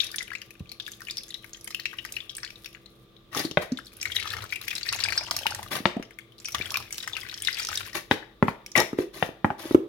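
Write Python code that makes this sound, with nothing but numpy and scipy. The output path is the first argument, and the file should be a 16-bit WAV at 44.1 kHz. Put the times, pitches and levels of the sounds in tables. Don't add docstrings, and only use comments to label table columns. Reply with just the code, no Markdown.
import sys
import numpy as np
from scipy import signal
from scipy.fft import rfft, irfft, next_fast_len
from scipy.io import wavfile
from scipy.ndimage import map_coordinates

SR = 44100
rng = np.random.default_rng(int(sys.argv[2]) if len(sys.argv) > 2 else 0)


def generate_wav(signal):
    frames = np.transpose(np.atleast_2d(signal))
    scaled = np.clip(frames, -1, 1) * 32767
    pcm = np.round(scaled).astype(np.int16)
    wavfile.write(sys.argv[1], SR, pcm)


N = 435708
T = np.arange(N) / SR

# f/Hz, left re right/dB
LEAN = [(200, 2.5), (500, -2), (1000, 5), (2200, 15), (4000, 8), (7000, -4), (12000, -1)]
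# t/s, level/dB, thump re level/dB (before a 2 dB cut), thump f/Hz, brightness f/Hz,
# wall tension as pitch ratio, panel ring re level/dB, panel f/Hz
SNAPS = [(3.5722, -14, -2, 213, 3200, 1.07, -0.5, 610), (5.855, -12, -1, 201, 5000, 1.02, -18, 850),
         (8.112, -13, 1, 188, 4870, 1.06, -15, 530), (8.4257, -13.5, 9.5, 227, 1790, 1.1, -0.5, 840),
         (8.482, -20.5, 3.5, 200, 2280, 1.32, 5, 945), (9.2256, -16.5, -1, 197, 3300, 1, -5, 686),
         (9.445, -14.5, 8, 237, 1860, 1.01, 0, 830), (9.5033, -23, 0, 200, 1870, 1.18, 6.5, 856)]
CAVITY_WAVER = 0.08


def amp(db):
    return 10 ** (np.asarray(db) / 20)


def unit(x):
    return x / np.sqrt(np.mean(x ** 2) + 1e-20)


def along(points, hz):
    f, v = np.transpose(points)
    return np.interp(np.log(hz + 1), np.log(f + 1), v)


def filtered(x, response):
    n = x.shape[-1]
    m = next_fast_len(n + min(n, 8192))
    spectrum = rfft(x, m) * response(np.fft.rfftfreq(m, 1 / SR))
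    return irfft(spectrum, m)[..., :n]


def wobble(rate_hz):
    knots = rng.standard_normal(int(N * rate_hz / SR) + 4)
    return map_coordinates(knots, [T * rate_hz])


def wavering(share, count=24):
    return share * rng.standard_normal(count)


def panned(db):
    ratio = amp(np.atleast_1d(db))
    return np.array([ratio, np.ones_like(ratio)]) * np.sqrt(2 / (1 + ratio ** 2))


def add(track, s, sound):
    part = track[:, max(round(s * SR), 0):][:, :sound.shape[-1]]
    part += sound[..., :part.shape[-1]]


def spread(pair, spectrum, lean=LEAN):
    # f/Hz, left-right correlation
    alike = [(100, 0.93), (500, 0.69), (1500, 0.046), (4000, 0.054), (10000, 0.061)]

    def mid_side(hz):
        turn = np.arccos(np.clip(along(alike, hz), -1, 1)) / 2
        return amp(along(spectrum, hz)) * [np.cos(turn), np.sin(turn)]

    mid, side = filtered(pair, mid_side)
    stereo = np.array([mid + side, mid - side])
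    return unit(filtered(stereo, lambda hz: panned(along(lean, hz))))


def ring(hz, life, attack, rise=0., lag=0., bends=(0, 0)):
    t = np.arange(int(8 * life * SR) + 8) / SR
    swell = (1 - np.exp(-t / attack)) * np.exp(-t / life)
    bend = np.interp(t, np.linspace(0, t[-1], len(bends)), bends)
    pitch_ratio = 1 + bend + rise * (np.tanh(t / life / 2) - .5)
    phase = 2 * np.pi * hz * np.cumsum(pitch_ratio) / SR
    return swell / swell.max() * np.sin(phase - np.array([[0], [lag]]))


def click(life, spectrum, size=1536):
    t = np.arange(size) / SR
    noise = rng.standard_normal((2, size))
    return unit(filtered(noise, lambda hz: amp(along(spectrum, hz)))) * np.exp(-t / life)


def crackle(per_second, size_db, hiss):
    hit = rng.random(N) < per_second / SR
    size = amp(size_db * np.minimum(rng.exponential(size=N), 4))
    return unit(hit * size * rng.standard_normal((2, N))) + hiss * rng.standard_normal((2, N))


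def bubbles(times, centre_hz, range_octaves, cycles, size_db, level_db=0):
    pitch, size, pan, lag = rng.standard_normal((len(times), 4)).T[:, :, None]
    hz = np.reshape(centre_hz, (-1, 1)) * 2 ** (range_octaves * np.tanh(.7 * pitch))
    t = np.arange(int(4 * cycles * SR / np.mean(centre_hz)) + 64) / SR
    age = t * hz / cycles
    gain = amp(size_db * np.minimum(size, 2) + np.reshape(level_db, (-1, 1)))
    swell = gain * (1 - np.exp(-5 * age)) * np.exp(-age) * (1 - (t / t[-1]) ** 2)
    phase = 2 * np.pi * hz * t * (1 + 0.045 * np.tanh(age))
    right_lag = (1.87 + lag) * np.minimum(hz / 3000, 1)
    where = (np.maximum(times, 0)[:, None] * SR).astype(int) + np.arange(len(t))
    left, right = panned(along(LEAN, hz) + 2 * pan)
    waves = left * swell * np.sin(phase), right * swell * np.sin(phase - right_lag)
    return np.array([np.bincount(where.ravel(), wave.ravel(), N)[:N] for wave in waves])


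def background():
    # f/Hz, rms level/dB before a 2 dB lift
    hum_tones = [(118.4, -80.5), (193.8, -70.5), (333.8, -66.5), (1184, -76)]
    # f/Hz, relative level per Hz/dB
    air = [(15, -26), (25, -8), (53, 2.5), (82, -17), (123, 4), (149, -10), (242, -5.5), (277, -12),
           (427, -5.5), (936, -25), (1160, -13.5), (1500, -23), (2900, -23), (3600, -15), (4400, -26.5),
           (7710, -39.5), (16000, -34)]
    hum = np.zeros(N)
    for hz, db in hum_tones:
        tone = np.sin(2 * np.pi * hz * T + 0.63 * wobble(4.9))
        hum += amp(db + wobble(3.0)) * np.sqrt(2) * tone
    room = spread(rng.standard_normal((2, N)), air, lean=[(200, 0), (2000, 1)])
    return amp(2.0) * hum + amp(-57.0) * room


def kitchen(x):
    # f/Hz, t60/s
    decay = [(150, 0.088), (400, 0.36), (1000, 0.46), (3000, 0.38), (7000, 0.29), (15000, 0.31)]
    colour = [(100, 7.0), (350, 4.5), (600, 2.5), (1000, -4.0), (3000, 2.5), (6000, 4.5), (14000, 2.5)]
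    lean = [(500, -1.1), (2000, 0.35), (8000, -0.93)]
    block = SR // 2
    out = np.zeros((2, N))
    for start in range(0, N, block):
        hz, t, z = signal.stft(rng.standard_normal((2, block)), SR, nperseg=256)
        decaying = z * amp(-60 * t / along(decay, hz)[:, None])
        tail = spread(signal.istft(decaying, SR, nperseg=256)[1], colour, lean=lean)
        wet = signal.fftconvolve(x[:, start:start + block], tail / np.sqrt(tail.shape[1]), axes=1)
        add(out, start / SR + 0.0071, wet)
    return out


def bowl_echoes(x):
    colour = [(100, 0.26), (700, 0.84), (5000, 2.3), (15000, 1.6)]
    count, block = 9, SR // 5
    out = np.zeros((2, N))
    for start in range(0, N, block):
        walls = np.zeros((2, SR // 20))
        for side in walls:
            delays = rng.uniform(0.0021, .016, count)
            signs = rng.choice([-1, 1], count)
            side[(delays * SR).astype(int)] = signs * np.exp(-delays / 0.0037)
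        walls = spread(walls, colour, lean=[(500, 0.031), (2000, 0.29)])
        echo = signal.fftconvolve(x[:, start:start + block], walls / np.sqrt(walls.shape[1]), axes=1)
        add(out, start / SR, echo)
    return out


def glugs():
    # t/s, level/dB, f/Hz, life/s
    gulps = [(0.6053, -23, 115, 0.0057), (3.368, -27.5, 380, 0.0074), (3.401, -21.5, 338, 0.0028),
             (3.449, -18.5, 325, 0.0048), (3.5124, -25.5, 360, 0.00098), (3.7193, -19.5, 248.5, 0.011),
             (5.803, -27, 254, 0.0039), (5.966, -19, 244, 0.0069), (5.969, -30, 694, 0.011),
             (5.997, -24, 300, 0.0023), (6.602, -27.5, 328, 0.00092), (8.116, -16, 354, 0.0033),
             (8.9307, -19, 324, 0.0035), (8.987, -10, 351, 0.0076), (9.29, -25.5, 395, 0.00097),
             (9.654, -28, 330, 0.0053), (9.7097, -15, 320, 0.0021), (9.7465, -1.4, 350, 0.0041)]
    waver = 0.084
    wet_click_db, wet_db_per_octave, typical_hz = -12, 7, 337
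    film = [(300, 6.0), (1100, 1.5), (2500, -11), (5000, -26.0), (16000, -30.5)]
    out = np.zeros((2, N))
    for s, db, hz, life in gulps:
        bubble = ring(hz, life, attack=0.00079, rise=0.0094, bends=wavering(waver))
        click_db = db + wet_click_db + wet_db_per_octave * np.log2(hz / typical_hz)
        add(out, s, amp(db) * bubble * panned(0.75))
        add(out, s, amp(click_db) * click(0.003, film))
    return out


def creases():
    count, level_db, mean_delay_s = 8, -17, 0.0021
    s, db, _, _, bright_hz = np.repeat(SNAPS, count, axis=0).T[:5]
    times = s + rng.exponential(mean_delay_s, len(s))
    cracks = bubbles(times, centre_hz=np.sqrt(bright_hz * 1300), range_octaves=0.83, cycles=0.98,
                     size_db=-4.5, level_db=db + level_db)
    return signal.sosfilt(signal.butter(2, 4500, fs=SR, output="sos"), cracks)


def snaps():
    # f/Hz at tension 1, level re snap/dB, life/s
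    wall = [(341, -19, 0.025), (436, -15, 0.0027), (535, -0.5, 0.0014), (792, -2.5, 0.0025),
            (850, 5.5, 0.00055), (1370, -4.5, 0.0017), (1586, -3, 0.00097), (1890, -0.5, 0.0011),
            (2356, -3.5, 0.0014), (2790, -11, 0.0027), (3210, -6, 0.0016), (3560, -1.5, 0.0011),
            (4360, -3, 0.00023)]
    panel_life_s, thump_life_s = 0.0036, 0.0021
    out = np.zeros((2, N))
    for s, db, thump_db, thump_hz, bright_hz, tension, panel_db, panel_hz in SNAPS:
        for (hz, level, life), (size, detune, lag) in zip(wall, rng.standard_normal((len(wall), 3))):
            hz = hz * tension * (1 + 0.028 * detune)
            soft = 1 / np.sqrt(1 + (hz / bright_hz) ** 8)
            mode = np.sign(lag) * ring(hz, life, attack=0.0013, lag=lag * min(hz / 2500, 1))
            add(out, s, amp(db + level + 0.5 * size) * soft * mode * panned(along(LEAN, hz)))
        thump = ring(thump_hz, thump_life_s, attack=0.0033, lag=0.04)
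        panel = ring(panel_hz, panel_life_s, attack=0.00038, lag=0.58)
        add(out, s, amp(db + thump_db - 2.0) * thump)
        add(out, s, amp(db + panel_db) * panel)
        settling = [(150, -8), (400, 0), (900, -1), (bright_hz, -9), (bright_hz * 2, -26),
                    (bright_hz * 10, -36)]
        flip = [(300, -4), (900, 0), (bright_hz, -5), (bright_hz * 2, -28), (bright_hz * 10, -38)]
        add(out, s + 0.0045, amp(db - 20.5) * click(0.032, settling, size=5120))
        add(out, s, amp(db - 20.5) * click(0.011, flip))
    return out


def spitting():
    per_second, decay_s, scatter_db, steady_air = 260, 0.0026, 1, .8
    count = int(2 * per_second * N / SR)
    gap, size = rng.uniform(-1, 1, (count, 2)).T
    at = (np.cumsum(1 + .8 * gap) / per_second * SR).astype(int)
    kicks = np.bincount(at, amp(scatter_db * size), N)[:N]
    bursts = signal.lfilter([1], [1, -np.exp(-1 / (decay_s * SR))], kicks)
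    return unit(steady_air + unit(bursts))


def sputters():
    # t/s, length/s, rasp/dB, spray/dB, gurgle/dB (before the spitting)
    spurts = [(3.311, 0.047, -40.5, -47, -58), (3.349, 0.016, -31.5, -30, -38),
              (3.378, 0.018, -31, -33.5, -48), (3.424, 0.015, -44, -39, -46),
              (3.603, 0.017, -34.5, -43, -41.5), (5.7, 0.067, -31.5, -35, -42.5),
              (7.934, 0.035, -30.5, -33.5, -45), (8.097, 0.026, -35, -40, -39),
              (8.466, 0.015, -37.5, -46, -39), (8.747, 0.052, -21, -35, -25), (8.967, 0.057, -43, -48, -49),
              (9.124, 0.14, -48.5, -48, -49), (9.574, 0.15, -44.5, -47.5, -50)]
    # f/Hz, relative level per Hz/dB
    throat = [(60, -1), (150, 7), (350, -10.5), (600, -14.5), (1100, -10), (1500, -11), (2000, 3.5),
              (2800, -4.5), (3700, -17), (5500, -11.5), (8000, -20.5)]
    # f/Hz, relative level per Hz/dB
    spray_colour = [(1500, -4), (4000, 4), (6000, 1.5), (8000, -8), (10500, 5.5), (13000, -0.5),
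                    (16000, -4)]
    # f/Hz, width/Hz, gain/dB
    resonances = [(337, 62, 19), (603, 155, 29.5), (786, 150, -35), (1150, 130, 11), (1745, 90, 16),
                  (3580, 280, 18)]
    rise_s, fall_s = 0.018, 0.021
    neck_swing = 0.043

    def neck(hz):
        return amp(sum(db / (1 + (2 * (hz - centre) / width) ** 2) for centre, width, db in resonances))

    def scattered(count, **settings):
        return unit(bubbles(rng.random(count) * N / SR, **settings))

    tearing = spread(crackle(per_second=2600, size_db=1.2, hiss=.3), throat)
    fill = np.tanh(wobble(28))
    rasp = np.zeros((2, N))
    for k in (-1, 0, 1):
        shifted = unit(filtered(tearing, lambda hz: neck(hz * (1 + k * neck_swing))))
        rasp += np.maximum(1 - np.abs(fill - k), 0) * shifted
    count = 9000
    films = scattered(count, centre_hz=1900, range_octaves=1.4, cycles=6, size_db=2)
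    rasp = unit(unit(rasp) + .6 * films)
    rasp = unit(filtered(rasp, lambda hz: 1 / (1 - .45 * np.exp(-2j * np.pi * hz / 385))))
    beads = scattered(count, centre_hz=4300, range_octaves=.7, cycles=9, size_db=3)
    mist = spread(crackle(per_second=3000, size_db=1.5, hiss=.3), spray_colour)
    spray = unit(mist + .7 * beads)
    gurgle = scattered(count // 3, centre_hz=584, range_octaves=1.24, cycles=2.5, size_db=2.0)
    out = np.zeros((2, N))
    for s, length, rasp_db, spray_db, gurgle_db in spurts:
        rise = np.clip((T - s) / rise_s, 0, 1) ** 2
        push = rise * np.exp(-np.maximum(T - s - length, 0) / fall_s)
        out += push * (amp(rasp_db) * rasp + amp(spray_db) * spray + amp(gurgle_db) * gurgle)
    return spitting() * out


def drumming():
    colour = [(40, -16), (75, -6.5), (105, 1.0), (150, -20.5), (300, -18.5), (700, -19.5), (2000, -39)]
    bowl = spread(rng.standard_normal((2, N)), colour)
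    return unit(amp(3.9 * wobble(17)) * bowl)


def plunges():
    # start/s, end/s, plop level/dB, middle plop f/Hz
    spans = [(4.202, 4.444, -36, 1560), (4.924, 5.672, -38, 900), (6.549, 6.815, -36, 1370),
             (7.068, 7.19, -41.5, 1110)]
    plops_per_s, plop_life_s, splat_db = 62, 0.0012, -10
    fade_s, drum_db = 0.051, -12.5
    splat_colour = [(400, -17), (1300, 1), (2200, 7), (5000, 1), (8000, -5.5), (16000, -21)]
    out, depth = np.zeros((2, N)), np.zeros(N)
    for (start, end, db, plop_hz), draws in zip(spans, rng.standard_normal((len(spans), 48, 4))):
        depth += amp(db) * np.clip(np.minimum(T - start, end - T) / fade_s + 1, 0, 1)
        for k, (late, size, pitch, lag) in enumerate(draws):
            s = start + (k + 0.5 * late) / plops_per_s
            if s >= end:
                continue
            hz = plop_hz * 2 ** (.32 * pitch)
            plop = ring(hz, plop_life_s, attack=0.0032, rise=0.079, lag=0.26 * lag,
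                        bends=wavering(CAVITY_WAVER))
            add(out, s, amp(db + 1.8 * size) * plop * panned(along(LEAN, hz)))
            add(out, s, amp(db + splat_db + 3.2 * size) * click(0.0015, splat_colour))
    return out + amp(drum_db) * depth * drumming()


def pouring():
    # t/s, flow/dB, trapped-bubble f/Hz
    squeezes = [
        [(0, -39.5, 3160), (.3, -69, 1900), (.6, -71, 3300), (1.0, -63, 2240), (1.17, -58, 4300),
         (1.48, -64, 3620), (1.95, -60, 2600), (2.38, -57, 3300), (2.95, -69.5, 3700)],
        [(3.98, -50, 3200), (4.22, -38.5, 2900), (4.42, -46, 1950), (4.62, -48.5, 3800), (4.95, -38, 3550),
         (5.2, -42.5, 3580), (5.5, -47.5, 3110), (5.66, -49.5, 2250)],
        [(6.45, -51.5, 4140), (6.6, -48.5, 2780), (6.88, -50.5, 3370), (7.02, -46.5, 4600), (7.28, -46, 2170),
         (7.42, -42.5, 3760), (7.6, -38, 4140), (7.75, -41, 3530), (7.92, -46, 2210)],
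    ]
    full_flow_db, cut_off_db_per_s = -39, 220
    flows = []
    for squeeze in squeezes:
        s, db, _ = np.transpose(squeeze)
        outside_s = np.abs(T - np.clip(T, s[0], s[-1]))
        flows.append(np.interp(T, s, db) - cut_off_db_per_s * outside_s)
    s, _, hz = np.vstack(squeezes).T
    return np.max(flows, axis=0) - full_flow_db, np.interp(T, s, hz)


def splashes(count=14):
    folds_per_s, landing_s = 75, .003
    folds = int(folds_per_s * N / SR)
    late, size, pitch = np.repeat(rng.uniform(-1, 1, (folds, 3)), count, axis=0).T
    fold_s = (np.repeat(np.arange(folds), count) + late) / folds_per_s
    times = fold_s + rng.exponential(landing_s, len(late))
    return unit(bubbles(times, centre_hz=3100 * 2 ** (.55 * pitch), range_octaves=0.94, cycles=1.57,
                        size_db=2.5, level_db=12.0 * size))


def stream(flow_db, bubble_hz):
    # f/Hz, relative level per Hz/dB
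    fizz_colour = [(300, -20), (700, -30), (1200, -15), (2200, -11), (5200, -11), (8000, -16.5),
                   (11000, -8.5), (16000, -15.5)]
    bubble_db, bubble_grows = -46, 1.43
    splash_db, splash_grows = -41.5, 1.23
    fizz_db, fizz_grows = -48.5, 0.64
    drum_db, drum_grows = -55.5, 0.41
    folding = amp(10.7 * np.tanh(wobble(45)))
    count = 6000
    at = rng.integers(0, N, count)
    trapped = rng.random(count) < np.sqrt(amp(flow_db[at]))
    small = bubbles(at / SR, centre_hz=bubble_hz[at], range_octaves=1.31, cycles=4.6, size_db=4.0,
                    level_db=np.where(trapped, 0, -40))
    tiny = bubbles(rng.random(count // 4) * N / SR, centre_hz=11500, range_octaves=.45, cycles=9, size_db=5)
    fizz = spread(crackle(per_second=900, size_db=3.5, hiss=.2), fizz_colour) + .2 * unit(tiny)
    return (amp(bubble_db + bubble_grows * flow_db) * unit(folding * small)
            + amp(splash_db + splash_grows * flow_db) * splashes()
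            + amp(fizz_db + fizz_grows * flow_db) * unit(folding * fizz)
            + amp(drum_db + drum_grows * flow_db) * drumming())


def stray_pops(flow_db, bubble_hz, count=200):
    full_flow_level_db, db_per_flow_db, ring_cycles = -31, .45, 4
    at = rng.integers(0, N, count)
    size, pitch, film, damping = rng.standard_normal((count, 4)).T
    db = full_flow_level_db + db_per_flow_db * flow_db[at] + 2.8 * size
    hz = bubble_hz[at] * 2 ** (0.17 + 0.664 * np.tanh(pitch))
    life = ring_cycles / hz * np.exp(.4 * damping)
    rows = np.transpose([at / SR, db, hz, life, -8 + 11 * np.tanh(film)])
    return rows[db > -48]


def fragments(bursts, count=3):
    level_db, mean_delay_s = -8, .0022
    s, db, hz = np.repeat(bursts[:, :3], count, axis=0).T
    times = s + rng.exponential(mean_delay_s, len(s))
    return bubbles(times, centre_hz=hz, range_octaves=.85, cycles=3.4, size_db=2, level_db=db + level_db)


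def neighbours(bursts, count=5):
    level_db, mean_delay_s = -13, .011
    s, db = np.repeat(bursts[:, :2], count, axis=0).T
    times = s - .002 + rng.exponential(mean_delay_s, len(s))
    return bubbles(times, centre_hz=3240, range_octaves=1.266, cycles=4.2, size_db=2.5,
                   level_db=db + level_db)


def pops(flow_db, bubble_hz):
    # t/s, level/dB, cavity f/Hz, life/s,
    # film tick re level/dB
    single_bursts = [(.0029, -10.5, 3560, 0.0026, -40), (.0105, -32, 4300, 0.00053, -5),
                     (0.0337, -27, 2690, 0.0028, -10), (0.044, -31, 3330, 0.0022, 2.5),
                     (0.067, -29, 3470, 0.0015, -3), (0.1427, -26.5, 1680, 0.0023, -33),
                     (0.1597, -31.5, 9100, 0.0047, 5.5), (0.1835, -14, 3580, 0.00033, -37),
                     (0.207, -23.5, 2020, 0.0018, -26), (.2194, -31.5, 1870, .0014, -7),
                     (0.2273, -36, 1920, 0.0028, 4.5), (.279, -32.5, 2420, .001, -11.5),
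                     (.304, -29, 2200, .001, -16), (0.3165, -28, 1600, 0.0024, -28),
                     (0.333, -29, 1830, 0.0046, -12), (0.3511, -23.5, 2500, 0.0021, -11.5),
                     (0.417, -28.5, 2700, 0.0011, -5.5), (0.5063, -36.5, 2460, 0.0016, -4),
                     (.693, -32.5, 4300, 0.0011, -24), (0.717, -27.5, 4100, 0.0011, -7),
                     (0.799, -22.5, 3610, 0.00196, -18), (0.8644, -25.5, 3600, 0.00076, -11),
                     (0.8782, -30.5, 1700, 0.0025, -4), (0.9177, -31.5, 6500, 0.00069, -4.5),
                     (0.9357, -34, 3790, 0.00086, -21), (1.0054, -35.5, 1870, 0.0019, -3),
                     (1.018, -33.5, 1560, 0.0016, -3.5), (1.0505, -40.5, 4800, 0.00088, -1),
                     (1.07, -30.5, 2980, .002, -20), (1.085, -24.5, 2270, 0.0023, -22),
                     (1.098, -26.5, 3590, 0.0023, -24), (1.109, -21, 4870, 0.00061, -9.5),
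                     (1.1702, -30, 3430, 0.00078, 5.5), (1.1807, -24.5, 5100, 0.0031, -4),
                     (1.234, -37, 4050, 0.0013, -1), (1.305, -30.5, 4070, 0.0023, -10),
                     (1.3421, -23, 3940, 0.0021, -11.5), (1.4437, -31, 2060, 0.0011, -10),
                     (1.5321, -32, 6660, 0.0015, -4), (1.546, -33.5, 3360, .0015, -23),
                     (1.644, -29, 10000, .001, -6), (1.676, -31.5, 2020, 0.0016, 2),
                     (1.706, -35, 1950, 0.0013, 1), (1.7464, -16.5, 2630, 0.0013, -11.5),
                     (1.798, -23, 4320, 0.00062, -6), (1.856, -13.5, 2620, 0.00097, -17.5),
                     (1.931, -29.5, 1590, 0.0013, -16), (1.9863, -22, 2880, 0.0017, -22),
                     (2.0502, -24, 1910, 0.00098, -7.5), (2.123, -35.5, 10800, 0.0007, 8),
                     (2.158, -43, 10400, .001, -2), (2.1663, -20.5, 2520, 0.0028, -10),
                     (2.1833, -34, 3040, 0.0012, -21), (2.204, -26, 3380, 0.0019, -33),
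                     (2.2942, -25, 3600, 0.0022, -32), (2.351, -36, 5660, 0.00094, 4),
                     (2.3672, -28.5, 8900, 0.0033, -4.5), (2.382, -33, 1680, .0015, -3),
                     (2.432, -25, 2000, 0.00056, -4), (2.4414, -30, 1670, 0.002, -18),
                     (2.448, -19, 4650, 0.00031, -28), (2.476, -34.5, 3200, .0015, -14),
                     (2.504, -33.5, 2350, 0.0018, -6), (2.557, -36.5, 3750, 0.0017, -16),
                     (2.645, -34, 3550, .0015, -3), (2.6591, -28.5, 2680, 0.001, -3),
                     (2.7486, -30, 2320, 0.00041, -31), (2.859, -38, 3800, 0.0023, -13),
                     (3.165, -45, 3560, .003, -20), (3.348, -22, 1210, 0.0011, -2.5),
                     (3.373, -23, 3510, 0.0026, -5), (3.395, -22, 5220, 0.0014, -14),
                     (3.45, -25.5, 3980, 0.0042, -3), (3.5122, -23.5, 3060, 0.00027, -7),
                     (3.7205, -32, 5850, 0.00087, -3), (3.773, -24.5, 3630, 0.00074, -17),
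                     (3.788, -24, 1600, 0.0011, -16), (3.868, -34, 4440, .0012, -11),
                     (3.968, -35.5, 10800, 0.0011, -14), (4.014, -18.5, 5400, 0.00045, -37),
                     (4.028, -26, 2410, 0.0018, 1), (4.0546, -16, 2135, 0.0029, -17.5),
                     (4.118, -23.5, 3280, 0.0036, -10.5), (4.1641, -12.5, 3385, 0.003, -20),
                     (4.199, -23.5, 2340, .002, -8), (4.206, -28, 4390, 0.0013, -14),
                     (4.256, -27.5, 1250, 0.0022, -11), (4.3036, -22.5, 3540, 0.0014, -8),
                     (4.336, -24.5, 1960, 0.0027, -4.5), (4.3675, -19.5, 1840, 0.0003, -13),
                     (4.422, -31.5, 3800, 0.0011, -12), (4.44, -29.5, 1260, 0.0016, -5),
                     (4.524, -19.5, 2334, 0.0056, -15), (4.558, -25, 2550, 0.0065, -5),
                     (4.614, -32, 3870, 0.002, 2), (4.681, -17, 2390, 0.00073, -5),
                     (4.706, -29, 3680, 0.0065, -1.5), (4.712, -22, 2500, .002, -10),
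                     (4.729, -27, 2160, .002, -10), (4.753, -30, 8030, .001, 6),
                     (4.762, -24, 3720, 0.0021, -8), (4.781, -21.5, 4250, 0.0011, -9),
                     (4.831, -18.5, 4420, 0.001, -32), (4.889, -14, 4260, 0.0014, -30),
                     (4.9263, -20, 1360, 0.00071, 0), (4.933, -19.5, 2580, 0.0016, -20),
                     (4.946, -27, 4290, 0.0024, -3), (4.9614, -27, 6900, 0.0018, -21),
                     (5.003, -20, 4380, 0.0014, -25), (5.038, -8, 4480, 0.00057, -25),
                     (5.0577, -21.5, 2270, 0.0039, -8), (5.0858, -15.5, 2530, 0.0014, -17),
                     (5.104, -24, 4640, 0.0015, -9), (5.123, -16.5, 2180, 0.0011, -11),
                     (5.129, -22, 4390, .0015, -22), (5.177, -11.5, 5110, 0.0022, -28),
                     (5.2095, -28.5, 2300, 0.0019, -13), (5.21, -30.5, 860, .0018, -12),
                     (5.236, -26, 5530, 0.0011, -15), (5.267, -28, 3230, 0.00095, -21),
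                     (5.31, -12.5, 5030, 0.00044, -8), (5.312, -18.5, 1240, 0.00069, -28),
                     (5.365, -19.5, 5580, 0.00047, 4), (5.389, -24.5, 2560, 0.00088, -1),
                     (5.433, -28, 3120, 0.0018, -26), (5.4567, -19, 937, 0.0035, -27),
                     (5.4667, -9, 2610, 0.0009, -6.5), (5.5067, -26.5, 5140, 0.0019, -6),
                     (5.511, -29.5, 860, 0.0028, -6), (5.5476, -29, 1860, 0.0011, 4.5),
                     (5.592, -27.5, 820, .0018, -32), (5.629, -33, 3530, 0.001, 0),
                     (6.026, -24.5, 2130, 0.0002, -12), (6.108, -34, 2140, 0.0007, -14),
                     (6.1872, -28.5, 2370, 0.0013, -11), (6.449, -32.5, 2420, 0.0025, -22),
                     (6.455, -21, 5730, 0.0018, -37), (6.485, -25, 2300, 0.00082, -4),
                     (6.521, -30, 6180, 0.0022, -2), (6.546, -22.5, 1190, 0.0031, -7),
                     (6.5472, -13.5, 3640, 0.00026, -8), (6.583, -29, 2920, .0015, -5),
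                     (6.611, -21.5, 2480, 0.0057, -27), (6.622, -26, 3700, 0.0019, -14),
                     (6.657, -25, 3300, .002, -15), (6.7051, -22.5, 3280, 0.00058, -3.5),
                     (6.7193, -33, 1210, 0.0023, 5.5), (6.742, -17, 2470, 0.0015, -4),
                     (6.746, -27, 1120, 0.0026, -20), (6.756, -16.5, 2440, 0.0035, -35),
                     (6.771, -22, 3800, 0.00059, 2), (6.771, -27, 1060, 0.0022, -14),
                     (6.907, -33.5, 2230, 0.0018, -3), (6.9253, -27, 5880, 0.0021, 4.5),
                     (6.944, -33.5, 2770, 0.0012, 2.5), (6.981, -28, 3900, 0.0015, 4),
                     (7.0032, -27.5, 4230, 0.0022, -10), (7.076, -21, 1810, 0.00087, -6),
                     (7.132, -24.5, 3630, 0.0053, -13), (7.152, -29, 2670, 0.0026, -18),
                     (7.1667, -18.5, 2650, 0.001, -13), (7.2165, -32, 3140, 0.0026, -10),
                     (7.232, -31, 2200, 0.0027, -20), (7.25, -33, 1890, 0.0039, -18),
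                     (7.286, -37, 1740, 0.0035, -20), (7.296, -28, 3630, .0012, -14),
                     (7.318, -39, 1900, .003, -20), (7.341, -30.5, 3160, 0.0013, 3),
                     (7.376, -32, 5300, .0012, -2), (7.4491, -22.5, 5330, 0.00078, -6.5),
                     (7.4722, -11, 3730, 0.0012, -20), (7.484, -13, 2040, 0.0019, -22),
                     (7.528, -23.5, 5100, 0.0017, -14), (7.544, -24.5, 4740, 0.0018, -16),
                     (7.57, -27, 3020, .003, -19), (7.597, -22, 4640, 0.0016, -15),
                     (7.63, -27, 5360, .0016, -11), (7.6491, -28.5, 5900, 0.0018, 5),
                     (7.67, -24.5, 5940, 0.001, 1), (7.687, -26, 1260, 0.0022, 1),
                     (7.715, -27, 1250, 0.0027, -12), (7.755, -20.5, 5620, 0.0013, -6),
                     (7.774, -20, 3610, 0.0043, 0), (7.796, -33, 1520, 0.0017, -6),
                     (8.226, -34.5, 1710, 0.0021, -30), (8.6624, -32, 2340, 0.00087, -0.5),
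                     (8.717, -37, 6580, 0.0011, 2), (8.754, -9, 1983, 0.0047, -32.5),
                     (8.776, -15.5, 5880, 0.0016, -5), (8.802, -19, 980, 0.004, -23),
                     (8.801, -13.5, 5470, 0.0016, -3)]
    tick_colour_db = 6.5
    tear = [(300, -13.0), (1500, -8.0), (3000, -1.5), (5500, 11.5), (8000, -2.0), (11000, 3.5),
            (16000, -8.5)]
    out = np.zeros((2, N))
    bursts = np.vstack([single_bursts, stray_pops(flow_db, bubble_hz)])
    draws = rng.standard_normal((len(bursts), 4))
    for (s, db, hz, life, tick_db), (place, lag, glide, shape) in zip(bursts, draws):
        sides = panned(along(LEAN, hz) + 1 + 1.7 * place)
        cavity = ring(hz, life, attack=0.0012, rise=0.045 + 0.084 * glide, lag=1.26 + 0.16 * lag,
                      bends=wavering(CAVITY_WAVER))
        upper = ring(hz * (1.655 + 0.278 * shape), life * .5, attack=0.00066, lag=1 - lag)
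        splat = click(0.0042, [(hz * 0.69, -35), (hz * .5, -6), (hz, 0), (hz * 1.44, -6), (hz * 4, -28)])
        tick = click(0.002, [(f, level + tick_colour_db * rng.standard_normal()) for f, level in tear])
        add(out, s, amp(db - 0.52) * cavity * sides)
        add(out, s, amp(db - 22.0) * upper * sides)
        add(out, s, amp(db - 20.5) * splat * sides)
        add(out, s + 0.00025, amp(db + tick_db + 0.36) * tick)
    return out + fragments(bursts) + neighbours(bursts)


def scene():
    def thin(x, hz):
        return signal.sosfilt(signal.butter(4, hz, "high", fs=SR, output="sos"), x)

    flow_db, bubble_hz = pouring()
    bowl = thin(stream(flow_db, bubble_hz) + plunges() + pops(flow_db, bubble_hz), hz=62.4)
    bottle = thin(sputters() + snaps() + creases() + glugs(), hz=79)
    near = bowl + bottle
    return near + amp(-6) * bowl_echoes(near) + amp(-10.0) * kitchen(near) + background()


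def record(dry):
    top_hz = 16100
    return filtered(np.clip(dry, -1, 1), lambda hz: hz < top_hz)


dry = scene()
out = record(dry)
generate_wav(out)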